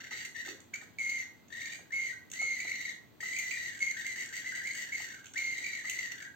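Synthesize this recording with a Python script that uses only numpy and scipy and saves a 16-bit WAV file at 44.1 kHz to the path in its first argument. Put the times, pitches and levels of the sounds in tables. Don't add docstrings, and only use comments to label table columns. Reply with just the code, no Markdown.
import sys
import numpy as np
from scipy import signal
from scipy.fft import rfft, irfft
from scipy.io import wavfile
from scipy.ndimage import uniform_filter1d, map_coordinates

SR = 44100
rng = np.random.default_rng(int(sys.argv[2]) if len(sys.argv) > 2 else 0)


def transcribe(signal):
    frames = np.atleast_2d(signal).T
    limited = np.clip(frames, -1, 1)
    pcm = np.round(limited * 32767).astype(np.int16)
    wavfile.write(sys.argv[1], SR, pcm)


N = 280035
T = np.arange(N) / SR


def undb(db):
    return 10 ** (np.asarray(db) / 20)


def unit(x):
    return x / np.sqrt(np.mean(x ** 2) + 1e-20)


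def walk(rate_hz):
    width = max(int(SR / rate_hz), 2)
    smoothed = uniform_filter1d(rng.standard_normal(N), width)
    return unit(uniform_filter1d(smoothed, width))


def colour(x, points):
    freq_hz, gain_db = np.transpose(sorted(points))
    size = 8192
    grid_hz = np.arange(size // 2 + 1) * SR / size + 1
    log_gain = np.log(undb(np.interp(np.log(grid_hz), np.log(freq_hz), gain_db)))
    cepstrum = irfft(log_gain)[:size // 2]
    cepstrum[1:] *= 2
    response = irfft(np.exp(rfft(cepstrum, size)))
    return signal.fftconvolve(x, response)[:len(x)]


def add(track, start_s, sound):
    i = max(int(start_s * SR), 0)
    track[i:i + len(sound)] += sound[:N - i]


# (dB per Hz, relative)
RUMBLE_SPECTRUM = [(20, -25), (42, -42), (70, -8.5), (105, -3), (170, -5.5), (270, -4), (500, -13.5),
                   (800, -16), (1200, -20), (2200, -22), (3000, -24.5), (4400, -24.5), (5200, -35),
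                   (6400, -29.5), (8000, -34), (16000, -30)]


def room_rumble(level_db=-62.5, side_db=-2):
    mid = unit(colour(rng.standard_normal(N), RUMBLE_SPECTRUM))
    side = unit(colour(rng.standard_normal(N), RUMBLE_SPECTRUM))
    return undb(level_db) * (mid + undb(side_db) * side * np.array([[1], [-1]]))


def blows(events, modes, contact_s, gain_db):
    out, t = np.zeros(N), T[:SR // 4]
    band_hz = [modes[0][0] * .95, modes[-1][0] * 1.3]
    band = signal.butter(3, band_hz, "bandpass", fs=SR, output="sos")
    for start_s, level_db in events:
        ring = np.zeros(len(t))
        for freq_hz, mode_db, t60_s in modes:
            detune = 1 + 0.02 * rng.standard_normal()
            ring += undb(mode_db - 60 * t / t60_s) * np.sin(2 * np.pi * freq_hz * detune * t)
        push = signal.sosfilt(band, rng.standard_normal(len(t)) * np.exp(-t / contact_s))
        hit = signal.fftconvolve(ring, push)[:len(t)]
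        add(out, start_s, hit / np.abs(hit).max() * undb(level_db + gain_db))
    return out


# start_s, level_db (peak before the common gain)
BUMPS = [(0.464, -54.5), (0.485, -46.5), (0.596, -63.5), (2.643, -55.5), (2.664, -66), (4.169, -59),
         (4.577, -67), (5.585, -59), (5.61, -58)]
# freq_hz (before detuning), level_db (relative), t60_s
CHASSIS_MODES = [(288, -6, 0.11), (316.6, -7, 0.18), (355, -3, 0.077), (390, -5, 0.066), (526, -10, 0.065),
                 (680, -10.5, 0.044)]


def chassis_bumps():
    return blows(BUMPS, CHASSIS_MODES, contact_s=0.0031, gain_db=9.5)


# start_s, level_db (peak before the common gain)
KNOCKS = [(0.114, -58.5), (0.477, -58.5), (0.596, -74.5), (0.821, -62), (1.792, -63), (2.417, -55),
          (2.65, -58), (4.17, -71.5), (3.228, -60), (4.577, -69), (5.003, -59.5), (5.843, -65)]
# freq_hz (before detuning), level_db (relative), t60_s
LINKAGE_MODES = [(386, -10, 0.021), (477, -4.5, 0.056), (583, -9, 0.016), (760, -8, 0.027), (847, 5, 0.024),
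                 (998, -3, 0.02), (1269, 5, 0.045), (1434, -3.5, 0.061)]


def linkage_knocks():
    return blows(KNOCKS, LINKAGE_MODES, contact_s=0.0027, gain_db=17.0)


# start_s, level_db (peak before the common gain), top_db (added to the top colour point)
TICKS = [(0.113, -38.5, -25), (0.25, -28, -17.5), (0.603, -37, -37), (1.483, -40.5, -81),
         (2.3008, -36.5, -14.5), (2.3156, -21.5, -12), (2.3353, -23.5, -35.5), (2.4151, -22, -47),
         (3.3873, -16, -6.5), (3.791, -28.5, -41), (4.259, -27, -19.5), (4.7333, -27.5, -29.5),
         (4.887, -56.5, -30), (5.257, -29.5, -14), (5.267, -30.5, -42), (5.3365, -28.5, -38),
         (5.897, -16.5, -12.5), (6.222, -37, -20)]
# freq_hz, gain_db
TICK_COLOUR = [(500, -38), (1200, -20.5), (2000, 1.5), (3000, 7.5), (5000, -8.5), (6400, 13.5), (8000, 2.5),
               (15000, 2)]


def plastic_ticks(t60_s=0.016, gain_db=-4.5):
    out, t = np.zeros(N), T[:4096]
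    for start_s, level_db, top_db in TICKS:
        crack = rng.standard_normal(len(t)) * undb(-60 * t / t60_s)
        points = [(hz, db + top_db * (hz > SR / 4)) for hz, db in TICK_COLOUR]
        crack = colour(crack, points)
        add(out, start_s, crack / np.abs(crack).max() * undb(level_db + gain_db))
    return out


START_HZ = 1601.4
BRAKE_POWER = 3.0
RUN_DOWN_HZ_PER_S = 16000
ATTACK_S, COAST_S = 0.0032, 0.007
WHINE_SLOPE_DB, RATTLE_SLOPE_DB = 2, 0.62
JOLT_WHINE_DB, JOLT_S = 5, 0.0085

# start_s, length_s, spin_up_s (time constant), top_hz (target mesh rate),
# end_hz (mesh rate aimed at by the end of the stretch), whine_db and rattle_db (base levels at top speed),
# second_db (second overtone term, relative to the whine)
DRIVE_STRETCHES = [ (0.0, 0.08, 0.0032, 1733, 1612, -54, -50.5, -15.5),
                   (0.108, 0.12, .002, 1974, 1825, -45, -44, -12),
                   (0.245, 0.014, 0.00098, 2067, 1903, -42, -46, -18),
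                   (0.346, 0.017, 0.0029, 1928, 1873, -40.5, -49, -17),
                   (0.372, 0.045, 0.002, 1950, 1884, -41, -48, -18),
                   (0.446, 0.063, 0.009, 1890, 1874, -46.5, -46.5, -11.5),
                   (0.73, 0.0078, 0.0015, 1675, 1684, -46, -52.5, -7.5),
                   (0.737, 0.0087, 0.001, 2317, 2233, -35, -44, -25.5),
                   (0.748, 0.007, 0.0008, 1683, 1648, -49, -49, -14.5),
                   (0.811, 0.019, 0.0027, 1670, 1631, -51.5, -51, -19.5),
                   (0.984, 0.0098, 0.00089, 2350, 2278, -36, -44, -17.5),
                   (0.993, 0.23, 0.0031, 2149, 2059, -34.5, -50.5, -29),
                   (1.223, 0.011, 0.00092, 1850, 1754, -46, -52, -20),
                   (1.501, 0.02, 0.0039, 1763, 1763, -52, -57, -11.5),
                   (1.523, 0.2, 0.0083, 1900, 1798, -43.5, -50, -12),
                   (1.717, 0.039, .004, 1771, 1654, -53.5, -49, -15),
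                   (1.905, 0.014, 0.0012, 1668, 1670, -52, -60, -23),
                   (1.921, 0.158, 0.0011, 2161, 2100, -34.5, -49, -28),
                   (2.081, 0.045, 0.0037, 1979, 1697, -40, -50, -22),
                   (2.328, 0.053, .02, 2143, 2117, -42, -50, -15.5),
                   (2.388, 0.15, 0.0041, 2162, 2130, -33.5, -49.5, -23),
                   (2.531, 0.043, 0.0035, 2104, 2004, -40, -50, -18.5),
                   (2.567, 0.35, .004, 1995, 1919, -41, -51, -14),
                   (3.203, 0.031, 0.0032, 1936, 1947, -43.5, -48, -24),
                   (3.229, 0.3, 0.015, 2037, 1984, -38.5, -47.5, -21.5),
                   (3.507, 0.19, 0.0037, 1938, 1896, -39.5, -47.5, -16),
                   (3.714, 0.069, 0.0051, 1790, 1623, -49.5, -53.5, -20.5),
                   (3.802, 0.11, .0015, 2171, 2071, -33.5, -48.5, -37),
                   (3.939, 0.01, 0.00094, 1707, 1643, -48.5, -53, -20.5),
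                   (3.964, 0.059, 0.0076, 1940, 1823, -40.5, -46.5, -16.5),
                   (4.043, 0.09, 0.0044, 2080, 1970, -37.5, -48, -21),
                   (4.157, 0.075, 0.0094, 1987, 1881, -39.5, -43.5, -31),
                   (4.25, 0.0077, .002, 1684, 1666, -49, -52, -24.5),
                   (4.286, .018, 0.0065, 1845, 1724, -46.5, -51, -20.5),
                   (4.323, 0.08, 0.0063, 2001, 1875, -41, -44.5, -23),
                   (4.416, 0.0078, 0.0026, 1814, 1706, -45.5, -52, -16.5),
                   (4.443, 0.085, .006, 2056, 1979, -38, -48, -22),
                   (4.522, 0.0088, 0.00097, 1732, 1659, -48, -51, -18.5),
                   (4.542, 0.055, 0.005, 1989, 1887, -39, -47, -17.5),
                   (4.612, 0.0088, 0.0018, 1677, 1660, -45.5, -53, -21.5),
                   (4.63, 0.087, 0.0081, 2107, 1974, -37.5, -49, -26.5),
                   (4.746, 0.097, 0.0084, 1964, 1890, -41, -43.5, -30),
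                   (4.862, 0.04, 0.0027, 1796, 1641, -47.5, -51, -18),
                   (4.918, 0.04, 0.0034, 2196, 2090, -34, -45.5, -24),
                   (4.973, 0.084, 0.0039, 1977, 1876, -42, -44, -28.5),
                   (5.077, 0.075, 0.0043, 1804, 1582, -49, -53, -19.5),
                   (5.178, 0.024, 0.0031, 1494, 1450, -58, -59, -20),
                   (5.239, 0.013, .003, 1446, 1460, -59.5, -56, -3),
                   (5.341, 0.014, .006, 1754, 1753, -48, -53, -20.5),
                   (5.355, 0.197, 0.0081, 2166, 2060, -34.5, -48, -20),
                   (5.565, .245, 0.0038, 1978, 1892, -41.5, -51, -13.5),
                   (5.828, 0.019, 0.0038, 1836, 1791, -48.5, -54.5, -21),
                   (5.845, 0.23, 0.0031, 2021, 1919, -39.5, -47.5, -22.5),
                   (6.104, 0.025, 0.0052, 1949, 1845, -41.5, -45.5, -40),
                   (6.144, 0.01, 0.0031, 1755, 1671, -50.5, -53, -18),
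                   (6.177, 0.0084, 0.0039, 1732, 1660, -50.5, -53, -6.5),
                   (6.199, 0.039, 0.0032, 1737, 1571, -47.5, -51.5, -22),
                   (6.247, 0.018, 0.0017, 1773, 1698, -43, -63, -23.5), ]


def motor_drive():
    mesh_hz = np.full(N, START_HZ)
    whine, rattle, second = np.zeros(N), np.zeros(N), np.zeros(N)
    for start_s, length_s, spin_up_s, top_hz, end_hz, whine_db, rattle_db, second_db in DRIVE_STRETCHES:
        i = max(int(start_s * SR), 0)
        now = slice(i, i + SR)
        age_s = T[now] - T[i]
        over_s = np.maximum(age_s - length_s, 0)
        spin_up_hz = (top_hz - mesh_hz[i]) * np.exp(-age_s / spin_up_s)
        brake_hz = (top_hz - end_hz) * np.minimum(age_s / length_s, 1) ** BRAKE_POWER
        below_hz = spin_up_hz + brake_hz
        below = below_hz / 100
        on = np.minimum(age_s / ATTACK_S, 1)
        running = on * np.exp(-over_s / COAST_S)
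        jolt_db = JOLT_WHINE_DB * np.exp(-age_s / JOLT_S)
        new_whine = running * undb(whine_db - WHINE_SLOPE_DB * below + jolt_db)
        new_rattle = running * undb(rattle_db - RATTLE_SLOPE_DB * below)
        mesh_hz[now] = np.maximum(top_hz - below_hz - RUN_DOWN_HZ_PER_S * over_s, min(START_HZ, end_hz))
        whine[now] = (1 - on) * whine[now] + new_whine
        rattle[now] = (1 - on) * rattle[now] + new_rattle
        second[now] = undb(second_db)
    return mesh_hz, whine, rattle, second


# centre_s, race_hz (mesh rate reached), whine_db (base level)
SLIPS = [(0.131, 2002, -36), (0.251, 2030, -37), (1.098, 2170, -31), (1.618, 2256, -38.5),
         (1.66, 2310, -35), (1.725, 2280, -37.5), (1.75, 2150, -41.5), (2.586, 2171, -38.5),
         (2.605, 2271, -30), (2.678, 2267, -33.5), (2.698, 2155, -34), (2.718, 2233, -31),
         (2.758, 2147, -34), (2.812, 2143, -36), (2.855, 2156, -34), (2.896, 2143, -34.5),
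         (3.333, 2282, -33.5), (3.366, 2264, -30), (3.395, 2189, -32.5), (3.515, 2353, -29.5),
         (3.827, 2184, -25), (3.912, 2172, -31), (4.068, 2155, -32.5), (4.672, 2243, -34.5),
         (4.712, 2152, -34), (4.97, 2122, -38), (5.378, 2263, -28), (5.583, 2171, -33), (5.644, 2254, -34),
         (5.666, 2286, -31.5), (5.688, 2219, -34), (5.735, 2239, -36.5), (5.755, 2190, -37),
         (5.992, 2089, -33), (6.119, 1950, -37.5), (6.251, 1880, -48)]


def slips(mesh_hz, whine, rattle, second, half_s=.0035, second_db=-20.5, clash_db=-12):
    for centre_s, race_hz, whine_db in SLIPS:
        now = slice(int(centre_s * SR) - SR // 20, int(centre_s * SR) + SR // 20)
        free = np.exp(-((T[now] - centre_s) / half_s) ** 2)
        mesh_hz[now] += (race_hz - mesh_hz[now]) * np.minimum(2 * free, 1)
        whine[now] += (undb(whine_db) - whine[now]) * free
        rattle[now] += undb(whine_db + clash_db) * free
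        second[now] += (undb(second_db) - second[now]) * free
    return mesh_hz, whine, rattle, second


SMOOTH_HZ = 2050
SURGE, PULSING = .58, 4.0
WANDER, JITTER = .013, .006
JOSTLE = .16


def motor_turning(mesh_hz, whine, rattle, pulse_hz=42):
    slack = np.clip(1 - mesh_hz / SMOOTH_HZ, 0, .2)
    pulse = 2 * np.pi * np.cumsum(pulse_hz * (1 + .2 * walk(25))) / SR
    surge = SURGE * slack * signal.sawtooth(pulse, .7)
    drive = 1 + PULSING * slack * np.sin(pulse - np.pi / 5)
    rattle_share = rattle / (rattle + whine + 1e-12)
    jostle = JOSTLE * rattle_share ** 2 * walk(260)
    wander = WANDER * (1 + 3 * slack) * walk(170)
    speed_hz = mesh_hz * (1 + surge + wander + jostle + JITTER * walk(900))
    return np.cumsum(speed_hz) / SR, drive


# freq_hz (before drift), gain_db
CASE_COLOUR = [(150, -19.5), (750, -14), (1050, -22), (1400, -7.5), (1660, -2), (1780, -3), (1950, 6.5),
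               (2180, 14), (2400, -5), (2580, -2.5), (2850, 6), (3150, 2.5), (3470, -7), (3760, 1),
               (4300, -4), (4680, 6.5), (4950, -13.5), (5400, -5.5), (5850, -5.5), (6150, 9), (6700, 0.5),
               (7000, -5.5), (7500, 5.5), (7900, -9), (8350, -3.5), (8700, -15.5), (12500, -15.5),
               (16000, -14.5)]
# time_s, gain_db
RATTLE_TREBLE = [(0, -5), (0.5, 1), (1.0, 2), (1.65, -1), (2.5, 0), (3.5, 1.5), (4.3, 1), (5.0, 0.5),
                 (6.3, -0.5)]


def gear_rattle(teeth, pinion, drift=.022, drift_rate_hz=14):
    contact = np.diff(np.floor(teeth), prepend=0) * undb(5 * rng.standard_normal(N))
    clicks = unit(contact * rng.choice([-1, 1], N))
    uneven = (clicks + 0.24 * rng.standard_normal(N)) * undb(0.7 * walk(110))
    shifted = np.cumsum(1 + drift * walk(drift_rate_hz))
    case = map_coordinates(colour(uneven, CASE_COLOUR), [shifted], order=5, mode="mirror")
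    gears = case * (1 + .3 * pinion)
    highpass = signal.butter(3, 5200, "highpass", fs=SR, output="sos")
    treble = signal.sosfiltfilt(highpass, gears)
    treble_gain = undb(np.interp(T, *np.transpose(RATTLE_TREBLE)))
    return unit(gears + (treble_gain - 1) * treble)


def pinion_whine(teeth, pinion, mesh_hz, second, third_db=-19, steepness=6, swell=.16, throb_db=2.6):
    mesh = 2 * np.pi * teeth
    gear = np.sin(mesh / 58)
    tone = np.sin(mesh) * (1 + swell * (pinion + walk(300))) * undb(throb_db * gear)
    second_tone = second * np.sin(2 * mesh + .5 * walk(500))
    third_gain = undb(third_db) * (mesh_hz / SMOOTH_HZ) ** steepness
    third_tone = third_gain * np.sin(3 * mesh + 0.61 * walk(550))
    flutter = 1 + .65 * walk(290) + .4 * pinion
    return unit(tone + (second_tone + third_tone) * flutter)


def servo(rattle_gain_db=0.46):
    mesh_hz, whine, rattle, second = slips(*motor_drive())
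    teeth, drive = motor_turning(mesh_hz, whine, rattle)
    pinion = np.sin(2 * np.pi * teeth / 10)
    tone = whine * pinion_whine(teeth, pinion, mesh_hz, second)
    gears = undb(rattle_gain_db) * rattle * gear_rattle(teeth, pinion)
    return drive * (tone + gears)


# freq_hz, gain_db (at resonance), t60_s
FRAME_MODES = [(1645, 5, 0.19), (1944, 1, 0.27), (1992, -1.5, 0.2), (2073, -3.5, 0.19), (2180, -1, 0.13),
               (2237, -3.5, 0.2)]


def metal_frame(x):
    t = T[:SR // 2]
    response = np.zeros(len(t))
    for freq_hz, gain_db, t60_s in FRAME_MODES:
        decay = np.exp(-np.log(1000) * t / t60_s)
        response += undb(gain_db) * 2 * decay / decay.sum() * np.sin(2 * np.pi * freq_hz * t)
    return x + signal.fftconvolve(x, response)[:N]


def room(x, near_db=1, near_s=0.002, tail_db=-2, t60_s=0.36, side_db=-2.0):
    t, heard = T[:SR // 2], []
    freq_hz = np.arange(len(t) // 2 + 1) * SR / len(t) + 1
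    for direct in (1, 0):
        near = rng.standard_normal(len(t)) * np.exp(-t / near_s) * (t > .0005)
        tail = rng.standard_normal(len(t)) * undb(-60 * t / t60_s) * (t > .007)
        response = undb(near_db) * near / np.linalg.norm(near)
        response += undb(tail_db) * tail / np.linalg.norm(tail)
        response[0] += direct
        broad_db = 10 * np.log10(uniform_filter1d(np.abs(rfft(response)) ** 2, size=70))
        flat = colour(response, zip(freq_hz, -broad_db))
        heard.append(unit(signal.fftconvolve(x, flat)[:N]))
    mid, side = heard[0], undb(side_db) * heard[1]
    left, right = unit(mid + side), np.roll(unit(mid - side), 1)
    return np.std(x) * np.array([left, right])


def scene():
    sources = metal_frame(servo()) + plastic_ticks() + linkage_knocks() + chassis_bumps()
    return room(sources) + room_rumble()


def record(dry, hole_db=-26, lean_db=2, top_hz=15900):
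    hole = [(8600, 0.0095), (9600, hole_db), (11450, hole_db), (11650, 0.0002)]
    sides = []
    for x, sign in zip(dry, (1, -1)):
        lean = [(2200, 0.016), (4300, -sign * 1.0), (6200, sign * lean_db), (7600, sign * 0.9),
                (8600, -sign * 3.6), (13000, -sign * 2.0)]
        sides.append(colour(colour(x, hole), lean))
    lowpass = signal.ellip(10, .2, 70, top_hz, fs=SR, output="sos")
    return signal.sosfilt(lowpass, sides)


dry = scene()
out = record(dry)
transcribe(out)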